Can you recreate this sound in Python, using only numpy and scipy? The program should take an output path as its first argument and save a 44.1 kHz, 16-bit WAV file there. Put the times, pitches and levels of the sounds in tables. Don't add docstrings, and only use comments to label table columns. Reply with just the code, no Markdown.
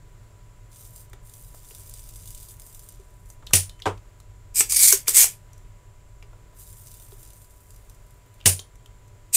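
import sys
import numpy as np
from scipy import signal
from scipy.fft import rfft, irfft, next_fast_len
from scipy.io import wavfile
from scipy.ndimage import uniform_filter1d, map_coordinates

SR = 44100
rng = np.random.default_rng(int(sys.argv[2]) if len(sys.argv) > 2 else 0)


def to_linear_factor(level_db):
    exponent = np.asarray(level_db, float) / 20
    return 10 ** exponent


def unload_audio(sound):
    columns = np.transpose(np.atleast_2d(sound))
    steps = np.round(np.clip(columns, -1, 1) * 32767)
    wavfile.write(sys.argv[1], SR, steps.astype(np.int16))


N = 412776


def unit(x):
    return x / np.sqrt(np.mean(x ** 2) + 1e-20)


def along(points, hz):
    f, v = np.transpose(points)
    return np.interp(np.log(hz + 1), np.log(f + 1), v)


def curves(tables, silent):
    t = np.arange(N) / SR
    out = np.full((len(tables[0][0]) - 1, N), float(silent))
    for s, *cols in map(np.transpose, tables):
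        inside = (t >= s[0]) & (t <= s[-1])
        out[:, inside] = [np.interp(t[inside], s, c) for c in cols]
    return out


def swells(rows, rise, fall):
    t = np.arange(N) / SR
    out = np.full(N, -150.)
    for a, b, first_db, last_db in rows:
        line = np.interp(t, [a, b], [first_db, last_db])
        line = line - rise * np.maximum(a - t, 0) - fall * np.maximum(t - b, 0)
        out = np.maximum(out, line)
    return out


def wobble(rate):
    knots = rng.standard_normal(int(N * rate / SR) + 4)
    return map_coordinates(knots, [np.arange(N) * rate / SR])


def filtered(x, response):
    m = next_fast_len(len(x) + 8192)
    return irfft(rfft(x, m) * response(np.fft.rfftfreq(m, 1 / SR)), m)[:len(x)]


def coloured(x, spectrum):
    return unit(filtered(x, lambda hz: to_linear_factor(along(spectrum, hz))))


def causal(spectrum):
    def response(hz):
        cepstrum = irfft(np.log(to_linear_factor(along(spectrum, hz)) + 1e-6))
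        half = len(cepstrum) // 2
        cepstrum[1:half] *= 2
        cepstrum[half + 1:] = 0
        return np.exp(rfft(cepstrum))
    return response


def modes(table):
    def response(f):
        return sum((-1) ** k * to_linear_factor(db) * 1j * f * w / (c * c - f * f + 1j * f * w)
                   for k, (c, w, db) in enumerate(table))
    return response


def band(centre_hz, width_hz):
    def lowpass(hz):
        return 1 / (1 + (2 * hz / width_hz) ** 2)
    slow = [filtered(rng.standard_normal(N), lowpass) for _ in range(2)]
    phase = 2 * np.pi * np.cumsum(centre_hz) / SR
    return unit(slow[0] * np.cos(phase) + slow[1] * np.sin(phase))


def grit(rate, spread_db, share):
    size = rng.standard_normal(N) * to_linear_factor(spread_db * rng.exponential(size=N))
    clicks = (rng.random(N) < rate / SR) * size
    return np.sqrt(share) * unit(clicks) + np.sqrt(1 - share) * rng.standard_normal(N)


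def patchy(x, depth_db):
    z = signal.stft(x, nperseg=256)[2]
    field = uniform_filter1d(rng.standard_normal(z.shape), size=4, axis=0)
    field = uniform_filter1d(field, size=14, axis=1)
    return unit(signal.istft(z * to_linear_factor(depth_db * unit(field)), nperseg=256)[1][:N])


def struck(out, s, table, db, rise=.0001):
    t = np.arange(SR // 5) / SR
    ring = np.zeros(len(t))
    for k, (hz, level, t60) in enumerate(table):
        decay = to_linear_factor(level - 60 * t / np.clip(t60, .01, .3))
        ring += (-1) ** k * decay * np.sin(2 * np.pi * hz * t)
    return out + to_linear_factor(db) * np.pad(ring * (1 - np.exp(-t / rise)), (round(s * SR), N))[:N]


# (time [s], level [dB])
RUMBLE = [(0.0, -48), (2.03, -47.5), (2.19, -44.5), (2.89, -48.5), (3.75, -47), (4.2, -49.5), (4.74, -46),
          (6.13, -49), (9.36, -50.5)]
# (frequency [Hz], level [dB per Hz])
RUMBLE_COLOUR = [(8.8, -36.5), (15, -2.5), (43, 2.5), (54, -2), (69, -17), (98, 0), (120, -5.5), (140, -15),
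                 (166, -16.5), (231, -33.5), (300, -38), (390, -59), (660, -120)]
# (frequency [Hz], level [dB per Hz])
AIR_COLOUR = [(120, -32.5), (200, -7.5), (330, -5), (420, -3.5), (560, -8.5), (600, -5), (820, -11.5),
              (1000, -9.5), (2050, -14.5), (3700, -20.5), (7400, -23.5), (9400, -23), (15500, -28)]
# (frequency [Hz], level [dB rms])
HUM = [(398.4, -74), (592.2, -72.5), (985.1, -67.5), (2078, -79.5)]


def background():
    t = np.arange(N) / SR
    rumble_db = curves([RUMBLE], silent=-150)[0] + 1.1 + 0.88 * wobble(4)
    rumble = to_linear_factor(rumble_db) * coloured(rng.standard_normal(N), RUMBLE_COLOUR)
    air = to_linear_factor(-61.5 + .6 * wobble(4.7)) * coloured(rng.standard_normal(N), AIR_COLOUR)
    hum = np.zeros(N)
    for hz, db in HUM:
        hum += to_linear_factor(db + 1.5 + 0.59 * wobble(8.1)) * np.sin(2 * np.pi * hz * t + 0.51 * wobble(5.7))
    whine = to_linear_factor(-70.0) * band(np.full(N, 7330.), width_hz=1200)
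    return rumble + air + hum + whine


# (frequency [Hz], t60 [s])
ROOM = [(100, 0.43), (1000, 0.14), (5000, 0.19), (14000, 0.06)]


def room(x):
    hz, t, z = signal.stft(rng.standard_normal(SR // 2), SR, nperseg=256)
    tail = signal.istft(z * to_linear_factor(-60 * t / along(ROOM, hz)[:, None]), SR, nperseg=256)[1]
    delayed = np.pad(x, (60, 0))
    return signal.fftconvolve(delayed, tail / np.linalg.norm(tail))[:N]


# (from [s], to [s], first level [dB], last level [dB])
SIMMER = [(.725, .81, -57, -43), (.81, 1.025, -49, -49.5), (1.265, 1.9, -51.5, -50), (1.9, 2.51, -51, -49),
          (2.51, 2.6, -48, -62), (2.6, 2.87, -49.5, -52.5), (2.87, 2.96, -54, -64), (2.96, 3.25, -67, -65),
          (3.26, 3.33, -59, -55), (6.55, 6.61, -60, -45.5), (6.61, 6.9, -47, -51.5),
          (6.9, 7.25, -51.5, -52.5), (7.25, 7.7, -53, -60), (7.7, 7.95, -59, -63), (7.95, 8.39, -65.5, -71)]
# (from [s], to [s], first level [dB], last level [dB])
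BOIL = [(.73, 1.0, -54, -63), (1.5, 1.79, -61, -53), (1.79, 2.5, -53, -51), (2.6, 2.87, -70, -70),
        (2.89, 3.05, -57.5, -62), (6.61, 6.8, -61, -75), (6.86, 7.2, -51.5, -69), (7.25, 7.5, -54, -81)]
# (time [s], peak [dB])
POPS = [(0.7169, -44), (0.7263, -43), (0.7468, -42), (1.0975, -42), (1.1309, -33), (1.2531, -41),
        (1.271, -36), (1.2952, -32), (1.3368, -25.5), (1.4457, -33), (1.5455, -33), (1.6457, -36),
        (1.6863, -31), (1.7081, -38), (1.748, -22.5), (1.7824, -32), (1.8054, -31), (1.9376, -41),
        (1.9376, -21.5), (1.984, -31), (2.0379, -31), (2.0897, -26), (2.1573, -27), (2.197, -35),
        (2.2234, -36), (2.256, -26), (2.2747, -24), (2.3045, -24), (2.3472, -23), (2.3761, -28),
        (2.3997, -33), (2.428, -26.5), (2.4848, -31), (2.5073, -28), (2.5672, -43), (2.5968, -26),
        (2.618, -29), (2.6644, -31), (2.7263, -32), (2.7464, -25.5), (2.7928, -26.5), (2.8331, -35),
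        (2.8625, -39), (2.8876, -25), (2.9214, -34),
        (6.5464, -45), (6.5678, -40.5), (6.5867, -36), (6.6092, -35), (6.6736, -34), (6.7953, -35),
              (6.9145, -28.5), (6.94, -29.5), (6.9973, -32), (7.0233, -33), (7.1206, -40), (7.2039, -38),
              (7.2293, -29.5), (7.2747, -37), (7.3031, -32), (7.3321, -31.5), (7.4169, -34.5),
              (7.4438, -37), (7.5066, -39), (7.6324, -44.5), (7.6856, -47), (7.7047, -32), (7.7441, -38.5),
              (7.7606, -35), (7.8963, -31.5), (7.9464, -40), (8.0644, -42.5), (8.1058, -39), (8.26, -45.5),
              (8.3403, -40)]
# (frequency [Hz], level [dB per Hz])
FINE_COLOUR = [(1760, -43), (3000, -14.5), (3730, -14), (4200, -14), (4470, -15), (8820, 1.5), (9600, -2),
               (14800, -0.5), (16000, -14.5)]
# (frequency [Hz], level [dB per Hz])
COARSE_COLOUR = [(1500, -32), (2800, -8.5), (4500, -6.5), (6000, -3), (8300, 0), (11000, -4.5),
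                 (16000, -14)]
# (delay [s], gain)
ECHOES = [(.00082, .16), (.00193, -.25), (.00213, -.14), (.00305, .15)]


def flux():
    heat_rise, heat_fall = 490, 360
    pop_db, small_pops_per_s = 4.5, 50
    small_pop_db, small_spread_db = 13, 3
    fine_db = swells(SIMMER, heat_rise, heat_fall)
    coarse_db = swells(BOIL, heat_rise, heat_fall)
    when, size = rng.random((small_pops_per_s * 9, 2)).T * [[N - 2000], [1]]
    small_db = fine_db[when.astype(int)] + small_pop_db - pop_db + small_spread_db * (2 * size - 1)
    fine = to_linear_factor(1.5 * wobble(25)) * patchy(grit(rate=700, spread_db=1.8, share=.65), depth_db=1.5)
    coarse = grit(rate=300, spread_db=1.2, share=.85)

    pops, t = np.zeros(N), np.arange(1500) / SR
    for s, db in [*POPS, *zip(when / SR, small_db)]:
        burst = to_linear_factor(-18 - 60 * t / .025) * rng.standard_normal(len(t))
        burst[0] = rng.choice([-1, 1])
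        pops[round((s + .0012) * SR):][:len(t)] += to_linear_factor(db + pop_db) * burst

    fizz = to_linear_factor(fine_db - 4.5) * unit(filtered(fine, causal(FINE_COLOUR)))
    fizz += to_linear_factor(coarse_db - 4.5) * unit(filtered(coarse, causal(COARSE_COLOUR)))
    bursts = filtered(pops, lambda hz: .8 * causal(COARSE_COLOUR)(hz) + .8 * causal(FINE_COLOUR)(hz))

    def comb(hz):
        return 1 + sum(gain * np.exp(-2j * np.pi * hz * s) for s, gain in ECHOES)
    return filtered(fizz + bursts, comb)


# (frequency [Hz], width [Hz], level [dB])
SHELL = [(6140, 1200, 1.5), (8016, 1300, 3.5), (11400, 4600, -2)]
# (frequency [Hz], width [Hz], level [dB])
BOARD = [(407, 200, -3), (734, 260, -2.5), (983, 220, 1.5), (1420, 1200, -11)]


def contacts(table, crack_db, width, rise, t60, side_db):
    out, t = np.zeros(N + SR), np.arange(SR // 5) / SR
    shape = to_linear_factor(-60 * t / t60) + to_linear_factor(crack_db - 60 * t / 0.0081)
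    shape *= 1 - np.exp(-t / rise)
    blow = 6 * shape.max() * (np.arange(len(t)) == round(rise * SR))
    for s, db, barrel_db, barrel_hz, knock_db in table:
        barrel = [(barrel_hz, width * barrel_hz, 0),
                  (0.49 * barrel_hz, .3 * barrel_hz, side_db + 2),
                  (1.4 * barrel_hz, 0.22 * barrel_hz, side_db)]
        for body, level_db, order in ((SHELL, db, 1), (barrel, db + barrel_db, 2), (BOARD, db + knock_db, 1)):
            hit = blow + shape * rng.standard_normal(len(t))
            ring = filtered(hit, lambda hz: modes(body)(hz) ** order / (1 + 1j * hz / 9000))
            out[round(s * SR):][:len(t)] += to_linear_factor(level_db) * ring / np.max(np.abs(ring))
    return out[:N]


# (time [s], peak [dB], barrel [dB], barrel pitch [Hz], knock [dB])
TOUCHES = [(1.1313, -41, 2.5, 1850, 1), (1.133, -49.5, 5, 3400, 4), (1.708, -39, -2, 2740, -14),
           (3.4665, -35.5, -11, 5600, -20.5), (3.4695, -39, 9.5, 3580, -21.5), (3.508, -41, 4, 1290, 1),
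           (3.6945, -35, 0.5, 3970, -12.5), (3.792, -53, 5, 2900, -14), (3.7998, -40, -2, 1990, -16),
           (3.8203, -40, 15.5, 3620, -9), (3.8555, -39, 13, 3300, 2), (3.859, -42.5, 14.5, 2320, 4),
           (3.9744, -49, -0.5, 2700, -6.5), (3.978, -54, 6, 4600, -12), (4.201, -41, -6.5, 4220, -13),
           (5.059, -45, -0.5, 2500, -14), (5.072, -39.5, 13.5, 2390, -16.5), (6.2253, -48.5, 9, 2390, -2.5),
           (6.227, -57, 10, 5210, 5), (7.1206, -51, 4.5, 3830, 1.5), (8.4025, -48, 2.5, 3180, -18.5),
           (8.411, -50.5, 11.5, 3300, -11), (8.425, -54.5, 7, 3000, -12.5), (8.44, -53, 5.5, 2900, -16.5),
           (8.5919, -30, 2, 3620, -9), (8.597, -33, 4.5, 7000, -13.5), (8.7555, -43.5, -11.5, 2090, -15),
           (8.8593, -42, 0, 3040, -13.5)]
# (time [s], peak [dB])
TICKS = [(1.0974, -52), (3.258, -46), (3.3006, -32), (5.5318, -40), (5.579, -43.5), (9.0795, -47)]
# (barrel [dB], barrel pitch [Hz], knock [dB])
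TICK_COLOUR = (-23, 2540, -21)
# (time [s], peak [dB])
BUMPS = [(1.543, -63), (3.425, -66.5), (6.331, -66), (6.53, -70)]
# (barrel [dB], barrel pitch [Hz], knock [dB])
BUMP_COLOUR = (3, 1300, 20.4)


def touches():
    light = TOUCHES + [(*row, *TICK_COLOUR) for row in TICKS]
    dull = [(*row, *BUMP_COLOUR) for row in BUMPS]
    taps = contacts(light, crack_db=8, width=.36, rise=.0008, t60=.028, side_db=-17)
    return taps + contacts(dull, crack_db=4, width=.36, rise=.0006, t60=.055, side_db=-14)


# (frequency [Hz], level [dB], t60 [s], pitch overshoot)
BENCH = [(92.4, -1, .46, 1), (150, -18, .45, .2), (202, -9, 0.11, 0.034), (267, -13, .1, .03),
         (377.3, -17, 0.22, 0.055), (530, -13.5, .12, 0.044)]
# (time [s], peak [dB], frequency [Hz], t60 [s])
NUDGES = [(1.135, -38, 384, 0.044), (1.711, -37, 396, 0.04), (2.994, -41, 383, 0.095),
          (3.469, -38.5, 3650, .07), (3.69, -58, 3050, .5), (3.863, -23.5, 97, 0.32),
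          (3.863, -39, 184, 0.36), (4.931, -18, 391, 0.082), (6.229, -48, 410, 0.1),
          (7.123, -38.5, 394, 0.077)]


def bench():
    u, out = np.arange(SR // 2) / SR, np.zeros(N + SR)
    held = 5 * (u / .12) ** 3
    heavy = [(s + 0.0015, db + level, hz, t60, over)
             for s, db, *_ in RELEASES for hz, level, t60, over in BENCH]
    for s, db, hz, t60, overshoot in heavy + [(*row, .08) for row in NUDGES]:
        cycles = hz * (u + overshoot * 0.0063 * (1 - np.exp(-u / 0.0036)))
        envelope = to_linear_factor(db - 60 * u / t60 - held) * (1 - np.exp(-u / 0.0047))
        out[round(s * SR):][:len(u)] += envelope * np.sin(2 * np.pi * cycles)
    return out[:N]


# (time [s], level [dB], t60 [s])
DROP = [
    (3.8575, -18.5, 0.15),
    (3.865, -19, 0.037),
    (3.873, -28.5, 0.19),
]
# (frequency [Hz], level [dB per Hz])
CLATTER_COLOUR = [(150, -31), (260, -8), (377, 2), (631, -7.5), (748, -7), (984, -2.5), (1560, -14),
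                  (1820, -19), (1950, -17.5), (3100, -21.5), (4220, -31), (8100, -29.5), (15000, -50)]
# (frequency [Hz], level [dB], t60 [s])
BOARD_RING = [(411, -4.5, 0.14), (517, -10, 0.041), (654, -14, .04), (765, 2.5, 0.052), (870, -9, .04),
              (948, 5.5, 0.059), (1130, -2, 0.044), (1330, -12, .06), (1566, -3, .04), (1900, -11, 0.024)]


def drop():
    t = np.arange(N) / SR
    shape = np.zeros(N)
    for s, db, t60 in DROP:
        shape += to_linear_factor(db - 60 * np.maximum(t - s, 0) / t60) * np.clip((t - s) / 0.0006, 0, 1)
    out = to_linear_factor(-1.5) * shape * coloured(rng.standard_normal(N), CLATTER_COLOUR)
    for s, db, _ in DROP:
        out = struck(out, s, BOARD_RING, db - 4, rise=0.001)
    return out


# (time [s], bench [dB], rattle [dB], spring [dB], spring slaps back after [s])
RELEASES = [
    (3.5325, -17, -14, -17.5, 0.024),
    (8.456, -15, -14.5, -14, .019),
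]
# (frequency [Hz], level [dB per Hz])
RATTLE_COLOUR = [(290, -46), (500, -15.5), (578, -22.5), (729, -16.5), (1210, -25), (2650, -14),
                 (4100, -16.5), (5800, -9), (9630, -7.5), (12000, -14.5), (14900, -14), (16000, -27.5)]
# (frequency [Hz], width [Hz], level [dB])
SPRING = [(9320, 500, -4), (9615, 270, 1.5), (9720, 290, -0.5)]
# (time [s], peak [dB], frequency [Hz])
REBOUNDS = [
    (3.553, 3.5, 9500),
    (3.5579, -3, 9500),
    (8.4742, 6, 10340),
]
# (frequency [Hz], level [dB], t60 [s])
COILS = [
    [(4970, -7.5, 0.13), (5410, -16.5, 0.32), (7000, -1.5, 0.11), (7750, 1, 0.1), (9200, 0, 0.13),
     (9884, 1, 0.12), (11020, -12.5, 0.15), (12200, -23.5, 0.25)],
    [(2642, -13, 0.18), (7100, -13, 0.38), (8656, -6, 0.13), (9345, 1, 0.14), (9700, -7.5, 0.31),
     (10140, -15, 0.42), (12100, -12, 0.13), (12720, -13.5, 0.16)],
]
# (frequency [Hz], level [dB], t60 [s])
STOP = [(1901, -6.5, 0.056), (2900, -4, .035), (3510, -10.5, 0.067), (5600, -5.5, .05), (6250, -1, .03)]


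def recoil():
    peak_s = 0.0034
    early_db = -15.5
    shaken, singing = [], []
    for s, _, loose_db, coil_db, back in RELEASES:
        shaken.append((s + peak_s, s + peak_s + .001, loose_db, loose_db))
        singing.append((s + peak_s, s + back, coil_db + early_db, coil_db + early_db))
        singing.append((s + back, s + back + .001, coil_db, coil_db))
    rattle_db = swells(shaken, rise=6000, fall=297)
    spring_db = swells(singing, rise=3000, fall=280)
    shaking = to_linear_factor(1.1 * wobble(300) + 0.5 * wobble(83))
    rattle = coloured(shaking * rng.standard_normal(N), RATTLE_COLOUR)
    spring = to_linear_factor(spring_db - 2.0) * unit(filtered(rng.standard_normal(N), modes(SPRING)))
    slaps = np.zeros(N)
    for s, db, hz in REBOUNDS:
        slap = [(hz, 0, .011), (0.84 * hz, -6, .012), (0.87 * hz, -9, .01)]
        slaps = struck(slaps, s + .001, slap, db - 7.5)
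    for (s, _, _, _, back), coil in zip(RELEASES, COILS):
        slaps = struck(slaps, s + back, coil, -25)
        slaps = struck(slaps, s + .0015, STOP, -14, rise=.0008)
    return to_linear_factor(rattle_db + 3.5) * rattle + spring + slaps


# (from [s], to [s], first effort [dB], last effort [dB])
STROKES = [(3.467, 3.476, -52, -56), (3.476, 3.53, -60, -59), (3.822, 3.855, -58, -69),
           (5.059, 5.066, -54, -50), (4.547, 4.558, -32.5, -32), (4.558, 4.6, -22.5, -17.5),
           (4.692, 4.708, -37, -23.5), (4.708, 4.74, -23, -20.5), (4.74, 4.846, -21, -10.5),
           (4.846, 4.928, -11, -14), (5.068, 5.078, -44, -25), (5.081, 5.084, -12.5, -16),
           (5.13, 5.143, -29, -24.5), (5.145, 5.165, -18.5, -14), (5.169, 5.2, -9.5, -11),
           (5.2, 5.236, -7, -13.5), (5.238, 5.31, -15, -40), (9.33, 9.349, -30, -14),
           (9.349, 9.37, -17, -7)]
# (time [s], level [dB], half length [s])
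SLIPS = [(4.699, 7, .003), (4.71, 3, 0.0027), (4.718, -4, .003), (4.724, 5.5, .005), (4.747, 3.5, 0.0027),
         (4.755, -2.5, .005), (4.769, 8.5, 0.0027), (4.787, -3.5, .004), (4.792, 0, .002),
         (4.811, -2.5, .002), (4.829, 2, .003), (4.844, 1, 0.0037), (4.864, 1, .003), (4.87, -3.5, .004),
         (4.886, 3, .004), (4.907, 1.5, .003), (4.914, -3.5, .005), (5.203, -2, .003), (5.232, 2, .004),
         (9.351, 3, 0.0026)]
# (time [s], pipe [Hz], whistle [Hz], whistle level [dB])
TRAVEL = [(4.5, 2540, 8300, -15), (4.61, 2348, 8134, 5), (4.66, 2332, 8037, -3), (4.71, 2340, 8740, -4.5),
          (4.93, 2202, 8726, -12.5), (5.08, 2197, 7990, -17.5), (5.17, 2135, 7930, -5.5),
          (5.235, 2405, 8360, -9.5), (9.36, 2570, 8440, -1)]
# (time [s], share [0-1])
SINGING = [(4.5, 0.8), (4.915, 0.79), (4.93, 0.3), (9.2, 0.28), (9.3, 0.6), (9.36, 0.86)]
# (frequency [Hz], level [dB per Hz])
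SCRAPE_COLOUR = [(2000, -43.5), (3500, -21.5), (4400, -15.5), (5600, -11.5), (6960, -5), (8490, -4.5),
                 (12400, -8), (14900, -12.5), (16000, -19.5)]
# (frequency [Hz], level [dB per Hz])
WALL_COLOUR = [(150, -41.5), (250, -17), (400, -12.5), (467, -13.5), (586, -18), (1460, -10), (1870, -4.5),
               (3500, -3.5), (4550, -31.5), (7700, -120)]


def plunger():
    t = np.arange(N) / SR
    hiss_db = swells(STROKES, rise=4500, fall=330)
    for s, db, half in SLIPS:
        hiss_db += db * np.exp(-((t - s) / half) ** 2)
    pipe_db = 0.85 * hiss_db - 22.5
    pipe_hz, whistle_hz, whistle_db = curves([TRAVEL], silent=0)
    singing = curves([SINGING], silent=0)[0]
    judder = to_linear_factor(.4 * wobble(70) + .9 * wobble(500))
    scrape = patchy(coloured(grit(rate=8000, spread_db=1.2, share=0.55), SCRAPE_COLOUR), depth_db=1.8)
    whistle = to_linear_factor(whistle_db) * band(whistle_hz, width_hz=900)
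    overtone = to_linear_factor(3.5 - np.clip(86 * (t - 4.8), 0, 5))
    column = to_linear_factor(1.8 * wobble(50)) * band(pipe_hz, width_hz=300)
    column += overtone * band(2.07 * pipe_hz, width_hz=400)
    wall = to_linear_factor(2.5) * coloured(rng.standard_normal(N), WALL_COLOUR)
    barrel = np.sqrt(singing) * column + np.sqrt(1 - singing) * wall
    return judder * (to_linear_factor(hiss_db - 1.5) * (scrape + whistle) + to_linear_factor(pipe_db) * barrel)


# (time [s], peak [dB], barrel [dB], barrel pitch [Hz], knock [dB])
SLAMS = [(4.6054, -2, -13, 2260, -18), (4.7257, -13, -15.5, 4870, -23.5), (4.7621, -8, -24, 4490, -45),
         (4.8813, -10.5, -18.5, 2203, -49), (4.9242, 3, -21.5, 1600, -25.5),
         (5.0804, -5.5, -8.5, 4770, -16.5), (5.0905, -12, -17, 4230, -30),
         (5.1442, -10.5, -25.5, 2260, -44), (5.2404, -6.5, -11, 2400, -18.5),
         (8.4577, -6.5, -3.5, 2993, -15.5), (8.4626, -3.5, -10, 2190, -11), (9.3411, -19.5, -34, 2620, -46),
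         (9.3468, -15, -27, 4720, -53.5),
         (3.5335, -2, -6, 2885, -21),
]


def slams():
    return contacts(SLAMS, crack_db=9.5, width=0.49, rise=0.0018, t60=0.024, side_db=-13)


def scene():
    slam, touch, sizzle = slams(), touches(), flux()
    wet = room(to_linear_factor(-7) * slam + to_linear_factor(-9) * touch + to_linear_factor(-6.5) * sizzle)
    mono = background() + wet + sizzle + touch + bench() + drop() + recoil() + plunger() + slam
    return np.array([mono, mono])


def band_limit(x):
    return signal.sosfilt(signal.butter(12, 16670, fs=SR, output="sos"), x)


def record(dry):
    mono = filtered(dry[0], lambda hz: 1 / (1 + (hz / 15700) ** 200))
    mono = mono / (1 + np.abs(mono) ** 12) ** (1 / 12)
    return band_limit(np.array([mono, mono]))


dry = scene()
out = record(dry)
unload_audio(out)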